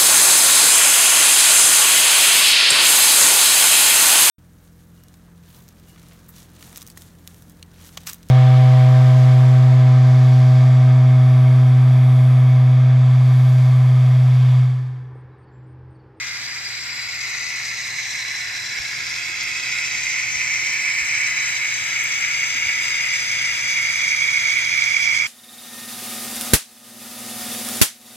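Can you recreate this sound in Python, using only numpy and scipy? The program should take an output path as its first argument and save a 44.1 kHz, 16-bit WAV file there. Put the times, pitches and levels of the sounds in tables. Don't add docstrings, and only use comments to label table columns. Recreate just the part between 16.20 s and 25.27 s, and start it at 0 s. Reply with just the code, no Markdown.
import sys
import numpy as np
from scipy import signal
from scipy.fft import rfft, irfft, next_fast_len
from scipy.io import wavfile
from scipy.ndimage import map_coordinates

SR = 44100
rng = np.random.default_rng(int(sys.argv[2]) if len(sys.argv) > 2 else 0)


def store_pcm(level_fs):
    pcm = np.round(np.clip(level_fs, -1, 1) * 32767).astype(np.int16)
    wavfile.write(sys.argv[1], SR, np.atleast_2d(pcm).T)


N = 399987

TIME = np.arange(N) / SR


def amp(db):
    return 10 ** (np.asarray(db) / 20)


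def unit(x):
    return x / np.sqrt(np.mean(x ** 2) + 1e-20)


def along(points, hz):
    f, v = np.transpose(points)
    return np.interp(np.log(hz + 1), np.log(f + 1), v)


def curves(rows):
    s, *cols = np.transpose(rows)
    return [np.interp(TIME, s, c) for c in cols]


def wobble(rate):
    knots = rng.standard_normal(int(N * rate / SR) + 4)
    coarse = TIME[::64]
    return np.interp(TIME, coarse, map_coordinates(knots, [coarse * rate]))


def filtered(x, response):
    m = next_fast_len(N + SR // 4, True)
    return irfft(rfft(x, m) * response(np.fft.rfftfreq(m, 1 / SR)), m)[..., :N]


def colour(points):
    return lambda hz: amp(along(points, hz))


def body(modes):
    return lambda hz: sum(amp(db) / (1 + ((hz - centre) / (width / 2)) ** 2) for centre, width, db in modes)


def panned(pan_db):
    gains = amp(np.array([pan_db, -pan_db]) / 2)
    return gains / np.sqrt(np.mean(gains ** 2, axis=0))


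# (frequency [Hz], coherence [0-1])
ALIKE = [(100, .92), (450, .5), (900, .78), (1700, .75), (2250, .9), (3200, .65), (4300, .6), (5800, .8),
         (6600, .7), (7100, .4), (7700, .55), (12000, .35)]

def rub(response, force):
    def both(hz):
        turn = np.arccos(np.clip(along(ALIKE, hz), 0, 1)) / 2
        return response(hz) * np.array([np.cos(turn), np.sin(turn)])
    mid, side = filtered(force * rng.standard_normal((2, N)), both)
    return unit(np.array([mid + side, mid - side]))


def placed(sound, level_db, pan_db):
    return sound * amp(level_db) * panned(pan_db).reshape(2, -1)


def arch(middle_s, length_s):
    return np.cos(np.pi * np.clip((TIME - middle_s) / length_s, -.5, .5))


def nearness_db(closest_s=7.2, closest_m=0.27, speed_m_per_s=0.086):
    return -20 * np.log10(np.hypot(1, speed_m_per_s * (TIME - closest_s) / closest_m))


def blend(far, near, closeness, force):
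    share = np.clip(closeness, 0, 1)
    return np.sqrt(1 - share) * rub(colour(far), force) + np.sqrt(share) * rub(colour(near), force)


def drifting_rings(x, depth_db, width_hz, life_s=.7, sag_hz_per_s=54.7):
    hz, t, spectrum = signal.stft(x, SR, nperseg=2048)
    grid = np.broadcast_arrays((hz[:, None] + sag_hz_per_s * t) / width_hz, t / life_s)
    ripple = map_coordinates(rng.standard_normal((600, 20)), grid, order=1, mode="nearest")
    return signal.istft(spectrum * amp(depth_db * unit(ripple)), SR, nperseg=2048)[1][:, :N]


# (frequency [Hz], gain [dB])
ROOM_SPECTRUM = [(15, -32), (30, -33), (62, -6), (100, 2.5), (155, 2.5), (190, -10), (270, -5.5),
                 (400, -7.5), (600, -7), (1500, -41), (8000, -46)]

def room(air_db=-55, hum_db=-54, hum_hz=119.9):
    hum = amp(hum_db + 0.58 * wobble(2.64)) * np.sqrt(2) * np.sin(2 * np.pi * hum_hz * TIME)
    return hum + amp(air_db) * rub(colour(ROOM_SPECTRUM), amp(0.54 * wobble(8.4)))


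# (frequency [Hz], base level [dB], left minus right [dB])
FAINT_WHINES = [(1013, -62.5, 0), (1254, -57.5, -4), (1350, -55, -4), (1424, -56, -3), (1709, -56, 2),
                (1794, -50, 4), (2509, -46.5, -1), (2525, -46.5, -1), (3418, -55, -3), (3702, -59, 0),
                (4208, -57, -4), (7323, -52.5, -4)]
# (time [s], level [dB])
MAIN_WHINE_LEVEL = [(0, -38), (.6, -44), (1.5, -42), (2.1, -37.5), (2.8, -47.5), (3.8, -35), (5.1, -35),
                    (5.95, -43), (6.8, -36), (7.8, -37.5), (9.07, -36.5)]
# (time [s], level [dB])
LOW_WHINE_LEVEL = [(0, -70), (.7, -63), (2.1, -58.5), (2.7, -67), (4.2, -67), (5.3, -56), (5.8, -81),
                   (9.07, -61)]

def whines(main_hz=1993.5, low_hz=1100, waver_db=2.5, drift_hz=1.186):
    def wavering(hz):
        gain = amp(waver_db * wobble(4)) * np.sqrt(2)
        return gain * np.sin(2 * np.pi * np.cumsum(hz + drift_hz * wobble(12)) / SR)
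    whirr_db = curves(WHIRR_PATH)[0]
    faint = sum(placed(wavering(hz), db, pan_db) for hz, db, pan_db in FAINT_WHINES)
    main = placed(wavering(main_hz), curves(MAIN_WHINE_LEVEL)[0], pan_db=4.5)
    low = wavering(low_hz) * amp(curves(LOW_WHINE_LEVEL)[0])
    return faint * amp(0.31 * (whirr_db - whirr_db.mean())) + main + low


# (frequency [Hz], gain [dB])
DECK_SPECTRUM = [(30, -26), (60, 2.5), (100, -4), (160, 0.5), (195, -2.5), (250, 1), (300, -7.5), (350, -4),
                 (480, -8), (900, -24)]

def deck(closest_db=-53.5, lumps_db=2):
    drumming = rub(colour(DECK_SPECTRUM), amp(lumps_db * wobble(13)))
    return amp(closest_db + 0.64 * nearness_db()) * drumming


# (time [s], relative level [dB], pitch [Hz])
BOARD_BUMPS = [(2.6, -33, 75), (3.093, -40, 340), (4.16, -39, 65), (4.42, -42, 360), (4.619, -39, 139),
               (4.82, -39, 55), (4.969, -38, 90), (5.241, -49, 165), (5.611, -37, 101), (6.35, -39, 255),
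               (6.46, -34, 85), (7.75, -40, 95)]

def board_bumps(trim_db=-3, attack_s=0.004, t60_s=0.07):
    t = np.arange(SR // 4) / SR
    bumps = np.zeros(N + SR)
    for start_s, db, hz in BOARD_BUMPS:
        envelope = amp(db + trim_db - 60 * t / t60_s) * (1 - np.exp(-t / attack_s))
        bumps[round(start_s * SR):][:len(t)] += envelope * 2 * np.sin(2 * np.pi * hz * t)
    return bumps[:N]


# (time [s], relative level [dB])
RAIL_TICKS = [(1.3009, -34), (3.2331, -24), (5.8396, -19), (7.6261, -38)]

def wheel_ticks(trim_db=-5, t60_s=.02):
    t = np.arange(SR // 4) / SR
    ticks = np.zeros((2, N + SR))
    for start_s, db in RAIL_TICKS:
        envelope = amp(db + trim_db - 60 * t / t60_s)
        ticks[:, round(start_s * SR):][:, :len(t)] += envelope * rng.standard_normal((2, len(t)))
    return filtered(ticks[:, :N], colour([(1500, -24), (6000, -9), (9000, -3), (15000, 0)]))


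# (middle [s], length [s], pitch
# [Hz], sag [Hz/s], fuzz [Hz], level [dB], pan [dB])
NARROW_RINGS = [(.6, 2.8, 4825, 75, 120, -40.5, 16), (1.05, 1.1, 2166, 50, 160.2, -35.5, 17),
                (1.2, 0.66, 6060, 300, 322, -36, 15), (1.7, .7, 6430, 297, 349, -40, 23),
                (1.602, .6, 5240, 200, 205, -40, -2), (2.402, 2.8, 4015, 55.3, 79.7, -43, -6),
                (2.75, 1.7, 4890, 100, 100, -39.5, 13), (3.6, 1.6, 4820, 51.3, 130, -39, -17),
                (3.198, .9, 3320, 51, 199, -43, -13), (3.697, 1.4, 5320, 49.4, 297, -41, -15),
                (3.6, 1.1, 3890, 109, 110.6, -40.5, 1), (4.149, 1.3, 6270, 48.7, 650, -31.5, 12),
                (4.4, 1.4, 5420, 88.4, 347, -40, 8), (4.9, 1.2, 7760, 246, 171, -45, 16),
                (5.048, .8, 6360, 200, 110, -37.5, 16), (5.352, 1.4, 3920, 89, 99.6, -41.5, -10),
                (5.296, 1.2, 4900, 59.6, 101, -42, -8), (5.697, .8, 6230, 149, 119.7, -37, 14),
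                (5.899, 1.6, 3316, 70, 100, -36.5, -27), (5.9, .9, 7600, 199, 130, -44, 16),
                (6.3, 0.91, 6120, 102, 110.3, -38.5, 12), (6.748, 1, 4970, 40, 120, -38.5, 20),
                (6.801, 1.6, 3690, 61, 80.4, -44, -19), (7.501, 1.6, 3380, 30, 100.3, -40, -8),
                (7.65, 1.1, 4865, 50, 89, -42, 18), (7.899, 1.9, 6180, 39, 131.6, -36.5, -14),
                (8.2, 1.8, 3840, 40, 80, -41, -12), (8.698, 1.6, 3425, 29.6, 99.5, -42, 8),
                (8.903, 1, 4940, 80, 101.5, -35, 23)]

def wheel_singing():
    rings = np.zeros((2, N))
    for middle_s, length_s, hz, sag_hz_per_s, fuzz_hz, db, pan_db in NARROW_RINGS:
        during = np.abs(TIME - middle_s) < length_s / 2
        t = TIME[during] - middle_s
        in_phase, quadrature = [map_coordinates(knots, [(t + length_s / 2) * fuzz_hz])
                                for knots in rng.standard_normal((2, SR // 8))]
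        phase = 2 * np.pi * (hz - sag_hz_per_s * t / 2) * t
        ring = in_phase * np.cos(phase) + quadrature * np.sin(phase)
        rings[:, during] += placed(ring * np.cos(np.pi * t / length_s), db, pan_db)
    return rings


# (frequency [Hz], gain [dB])
TREAD_FAR_SPECTRUM = [(2300, -21.5), (2900, -12), (3400, -6), (4300, -4.5), (4550, -5), (4870, -9),
                      (5170, -7), (5450, 4), (5750, -1), (6150, 0.5), (6550, -2.5), (6980, -10),
                      (7400, -7.5), (8600, -53)]
TREAD_NEAR_SPECTRUM = [(2300, -21.5), (2900, -5), (3500, -7.5), (4450, -9), (4700, 0), (4920, -1),
                       (5170, -2), (5480, -1.5), (5800, -2), (6250, 2), (6550, -1.5), (6980, -12.5),
                       (7400, -26), (8600, -50)]
FIZZ_SPECTRUM = [(6000, -29), (7000, -15.5), (7350, 8.5), (7650, -0.5), (8150, -1.5), (8650, -16.5),
                 (9200, -8), (9900, -19.5), (10600, -14), (11200, -20), (11700, -13.5), (13000, -17),
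                 (14900, -35), (15600, -58)]
WAGON_HISS_SPECTRUM = [(8400, -30), (9300, 0), (9900, -9), (10600, 6.5), (11200, -11), (11800, -1),
                       (12800, -5), (15000, -24)]
# (frequency [Hz], width [Hz], gain [dB])
RAIL_RESONANCES = [(3780, 170, -2), (4015, 110, 5), (4280, 220, -0.5)]
FLANGE_RESONANCES = [(4790, 200, -1), (4970, 220, -2)]
WAGON_RESONANCES = [(3240, 140, 4.4), (3394, 120, 2)]

def wheels(shaft_load, throb_db=0.53, flutter_db=0.5, shake_db=0.98, grit_db=1.5):
    sway_db = throb_db * shaft_load + flutter_db * wobble(24)
    force = lambda: amp(sway_db + shake_db * (wobble(30) + wobble(120)))
    grit = amp(grit_db * rng.standard_normal(N))
    near_share = 0.91 * (1 + np.tanh((TIME - 4.05) / 0.85)) / 2
    treads = blend(TREAD_FAR_SPECTRUM, TREAD_NEAR_SPECTRUM, near_share, force() * grit)
    treads = placed(treads, -28 + nearness_db(), pan_db=7 - 0.77 * TIME)
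    rails = placed(rub(body(RAIL_RESONANCES), force()), -37.5 - 1.7 * TIME, pan_db=-3.5)
    flanges = placed(rub(body(FLANGE_RESONANCES), force()), -38.5 - 0.5 * TIME, pan_db=-1)
    wagons = placed(rub(body(WAGON_RESONANCES), force()), -51.5 + 1.5 * TIME, pan_db=-20)
    front_db = nearness_db(closest_s=6.7)
    fizz_db = -37 + 1.14 * front_db + 3 * arch(middle_s=1.73, length_s=2)
    fizz = placed(rub(colour(FIZZ_SPECTRUM), force() * grit), fizz_db, pan_db=8 + 0.93 * front_db)
    hiss_db = -47.5 + 1.5 * (TIME - TIME[-1])
    hiss = placed(rub(colour(WAGON_HISS_SPECTRUM), force() * grit), hiss_db, pan_db=6)
    rolling = drifting_rings(treads + rails + flanges + wagons + fizz, depth_db=1.5, width_hz=60)
    return rolling + hiss + amp(sway_db) * wheel_singing()


def rotating_load(turn_hz, size_by_order, speed_jitter=0.0057):
    angle = 2 * np.pi * np.cumsum(turn_hz * (1 + speed_jitter * wobble(2.02))) / SR
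    return unit(sum(size * np.cos(order * angle + rng.uniform(0, 2 * np.pi))
                    for order, size in size_by_order.items()))


# (time [s], lift [dB])
GEAR_CATCHES = [(.693, 2.5), (1.047, 3.5), (1.307, 4), (1.399, 3.5), (1.448, 3), (1.789, 4), (1.988, 3),
                (2.082, 4), (2.577, 3.5), (4.206, 4), (4.685, 5.5), (4.976, 4), (5.029, 3), (5.176, 3),
                (5.235, 3), (5.28, 3.5), (5.45, 3), (6.046, 4), (6.1, 3), (6.236, 3), (6.49, 3),
                (6.842, 4.5), (7.586, 4.5), (7.927, 3), (8.177, 4), (8.361, 3), (8.582, 3.5), (8.917, 4),
                (8.944, 4.5)]
# (middle [s], lift [dB])
GEAR_SURGES = [(.42, -1.5), (.61, -1.8), (1.07, 1.2), (1.26, -1.7), (2.14, 1.3), (2.45, -1.8), (3.42, -1.5),
               (3.97, 1.7), (4.15, -2.4), (4.61, -1.6), (5.57, -2.2), (6.32, -1.5), (6.86, 1.3), (7.05, -2),
               (7.41, -2), (7.73, -2), (8.47, -2.2)]

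def gear_force(shaft_load, motor_hz=84.2, axle_hz=2.8, catch_rise_s=0.0076, catch_fall_s=0.015):
    jolt = .5 - np.cumsum(motor_hz * (1 + .015 * wobble(3))) / SR % 1
    axle_load = rotating_load(axle_hz, {1: .3, 3: .9, 5: 1.3, 7: .8})
    throb_db = .35 * shaft_load + .45 * axle_load + 1.7 * jolt + .25 * wobble(28)
    catch_db = sum(np.interp(TIME, [s - catch_rise_s, s, s + catch_fall_s], [0, db, 0])
                   for s, db in GEAR_CATCHES)
    surge_db = sum(db * arch(s, length_s=.1) for s, db in GEAR_SURGES)
    chatter_db = 0.24 * wobble(130)
    return amp(throb_db + catch_db + surge_db + chatter_db)


# (frequency [Hz], gain [dB])
SHELL_FAR_SPECTRUM = [(900, -45.5), (1450, -46), (1700, -7), (1900, -3), (2050, 4), (2190, 3.5), (2370, -6),
                      (2550, -0.5), (2750, -8), (3000, -13), (4000, -63)]
SHELL_NEAR_SPECTRUM = [(1000, -43), (1650, -18), (1900, -8.5), (2080, 2), (2200, 7), (2300, 6.5),
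                       (2420, 4.5), (2620, -13), (2800, -10.5), (3100, -28), (4000, -56)]
BOARD_SPECTRUM = [(200, -50), (450, -21.5), (610, -28), (690, -9.5), (840, -11.5), (1020, -7.5), (1160, -7),
                  (1350, 0), (1650, 6.5), (2000, 0), (3000, -24.5)]
# (time [s], share [0-1])
SHELL_NEAR_SHARE = [(0, 0.27), (3, 0.22), (4.5, 0.34), (7.2, 0.32), (8, 0.8), (9.07, 0.75)]
# (time [s], relative level [dB], relative pan [dB])
WHIRR_PATH = [(0.0, -32, 0.0), (0.2, -33.5, -3), (0.5, -33.5, -2), (1.1, -30.5, -1.5), (2.88, -29.5, -5.5),
              (3.86, -25, -2.5), (4.8, -22.5, -1.5), (5.76, -24.5, 1.5), (7.5, -24.5, 1.5),
              (8.64, -22.5, -3), (9.07, -24, -4.5)]
# (frequency [Hz], width [Hz], gain [dB])
SHELL_RESONANCES = [(2178, 95, -3.5), (2294, 95, 4)]
# (time [s], level [dB])
SHELL_RING_LEVEL = [(0, -47), (3.4, -36.5), (4.7, -26.5), (5.6, -35), (7.3, -32.5), (7.8, -25.5),
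                    (9.07, -20)]

def gears(shaft_load):
    force = gear_force(shaft_load)
    whirr_db, whirr_pan_db = curves(WHIRR_PATH)
    shell = blend(SHELL_FAR_SPECTRUM, SHELL_NEAR_SPECTRUM, curves(SHELL_NEAR_SHARE)[0], force)
    shell = drifting_rings(shell, depth_db=.9, width_hz=45)
    shell = placed(shell, whirr_db + 1.26, whirr_pan_db - 3.5)
    board = rub(colour(BOARD_SPECTRUM), np.sqrt(force))
    board_db = -35.5 + 0.22 * (whirr_db - whirr_db.mean())
    board = placed(board, board_db, pan_db=-3.5 + 0.3 * TIME)
    ring = placed(rub(body(SHELL_RESONANCES), force), curves(SHELL_RING_LEVEL)[0], pan_db=-10)
    return shell + board + ring


def delayed(x, ms):
    return map_coordinates(x, [np.arange(N) - ms * SR / 1000], order=3)


# (frequency [Hz], pan [dB])
MIC_BALANCE = [(200, -3), (900, 4), (1300, -6), (1600, 3), (1880, 11), (2200, 0.5), (2900, 5.5), (3500, -1),
               (4500, -3), (4900, 2), (5600, 0), (7300, -2.5), (9500, 0), (12500, -8.5)]
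# (frequency [Hz], right lead [rad])
MIC_PHASE = [(300, -0.05), (1000, 0.06), (1250, -0.2), (1550, -2), (1950, 0.5), (2400, 0.04), (3000, -1),
             (3700, -0.3), (4400, 1.63), (6500, 0.12), (7400, 4.5), (10000, 3.5)]
# (right lead [ms], baseboard reflection delay [ms])
GEAR_DELAYS = [(.055, .95), (-.075, 1.37)]
WHEEL_DELAYS = [(.06, .33), (-.155, .89)]

def passage(source, delays, board_gain=.19, hill_gains=(.16, .09)):
    def mic_response(hz):
        return panned(along(MIC_BALANCE, hz)) * np.exp(np.array([[-.5j], [.5j]]) * along(MIC_PHASE, hz))
    progress = 1 - (1 - np.arange(N) / N) ** 1.6
    lead_ms, board_ms = [start + (end - start) * progress for start, end in zip(*delays)]
    hill_ms = 2.47 + .097 * TIME
    channels = []
    for x, side, hill_gain in zip(filtered(source, mic_response), (1, -1), hill_gains):
        direct_ms = side * lead_ms / 2
        heard = delayed(x, direct_ms)
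        heard += board_gain * delayed(x, direct_ms + board_ms)
        heard += hill_gain * delayed(x, direct_ms + hill_ms)
        channels.append(heard / np.sqrt(1 + board_gain ** 2 + hill_gain ** 2))
    return np.array(channels)


# (middle [s], length [s], centre [Hz], sag [Hz/s], width [Hz], gain [dB])
INTERFERENCE_BANDS = [(1.32, 1.9, 1590, 155, 150, -10), (2.03, 1.4, 1370, 120, 130, -6),
                      (1.9, 4.7, 1210, 40, 100, -8.5), (1.9, 2.3, 2600, 90, 90, -9),
                      (2.6, 1.3, 1700, 33, 80, 4), (3.4, 1, 2600, 60, 91, 4.5),
                      (3.8, 2.4, 1700, 90, 134, -12), (4, 1.6, 4500, 60, 180, -5),
                      (4.6, 2.9, 2700, 31, 70, -7), (4.55, 2, 1370, 40, 100, -6.5),
                      (5, 2.6, 2400, 38, 90, -5), (5.4, 2.7, 3300, 90, 160, -5.5),
                      (6.64, 3.4, 2770, 40, 110, 8), (7.4, 4.1, 2570, 35, 76, -11),
                      (7.8, 3.3, 796, 0, 56, -5), (3.4, 1.6, 4440, 60, 160, -8),
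                      (6.2, 2.2, 4400, 60, 250, -7), (5.9, 1.8, 5040, 60, 230, -7),
                      (7.1, 1.6, 5800, 60, 200, -6), (5, 1.3, 6300, 60, 140, 5),
                      (5.9, 1.8, 7000, 80, 310, 4), (3, 1.2, 4210, 0, 70, 9)]
# (frequency [Hz], extra right lead [rad])
CLOSE_PHASE = [(2900, 0), (3300, 2.4), (3700, 3), (4000, 2.1), (4400, 0)]

def reflection_bands(train, phase_ramp_s=(2.5, 5.5)):
    hz, t, spectrum = signal.stft(train, SR, nperseg=2048)
    gain_db = np.zeros(spectrum.shape[1:])
    for middle_s, length_s, centre_hz, sag_hz_per_s, width_hz, db in INTERFERENCE_BANDS:
        detuning = (hz[:, None] - centre_hz + sag_hz_per_s * (t - middle_s)) / (width_hz / 2)
        gain_db += db * np.interp(t, TIME, arch(middle_s, length_s)) * .5 ** (detuning ** 2)
    lead_rad = along(CLOSE_PHASE, hz)[:, None] * np.interp(t, phase_ramp_s, [0, 1])
    rotation = np.exp(.5j * np.array([-lead_rad, lead_rad]))
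    return signal.istft(spectrum * amp(gain_db) * rotation, SR, nperseg=2048)[1][:, :N]


def scene():
    shaft_load = rotating_load(turn_hz=15.9, size_by_order={1: .6, 2: 1, 3: .65, 4: .3, 6: .35, 8: .5})
    whirr = passage(gears(shaft_load), GEAR_DELAYS)
    rolling = passage(wheels(shaft_load), WHEEL_DELAYS)
    train = reflection_bands(whirr + rolling + whines())
    return train + deck() + wheel_ticks() + board_bumps() + room()


def record(dry):
    return filtered(dry, lambda hz: hz < 15400)


dry = scene()
out = record(dry)
store_pcm(out)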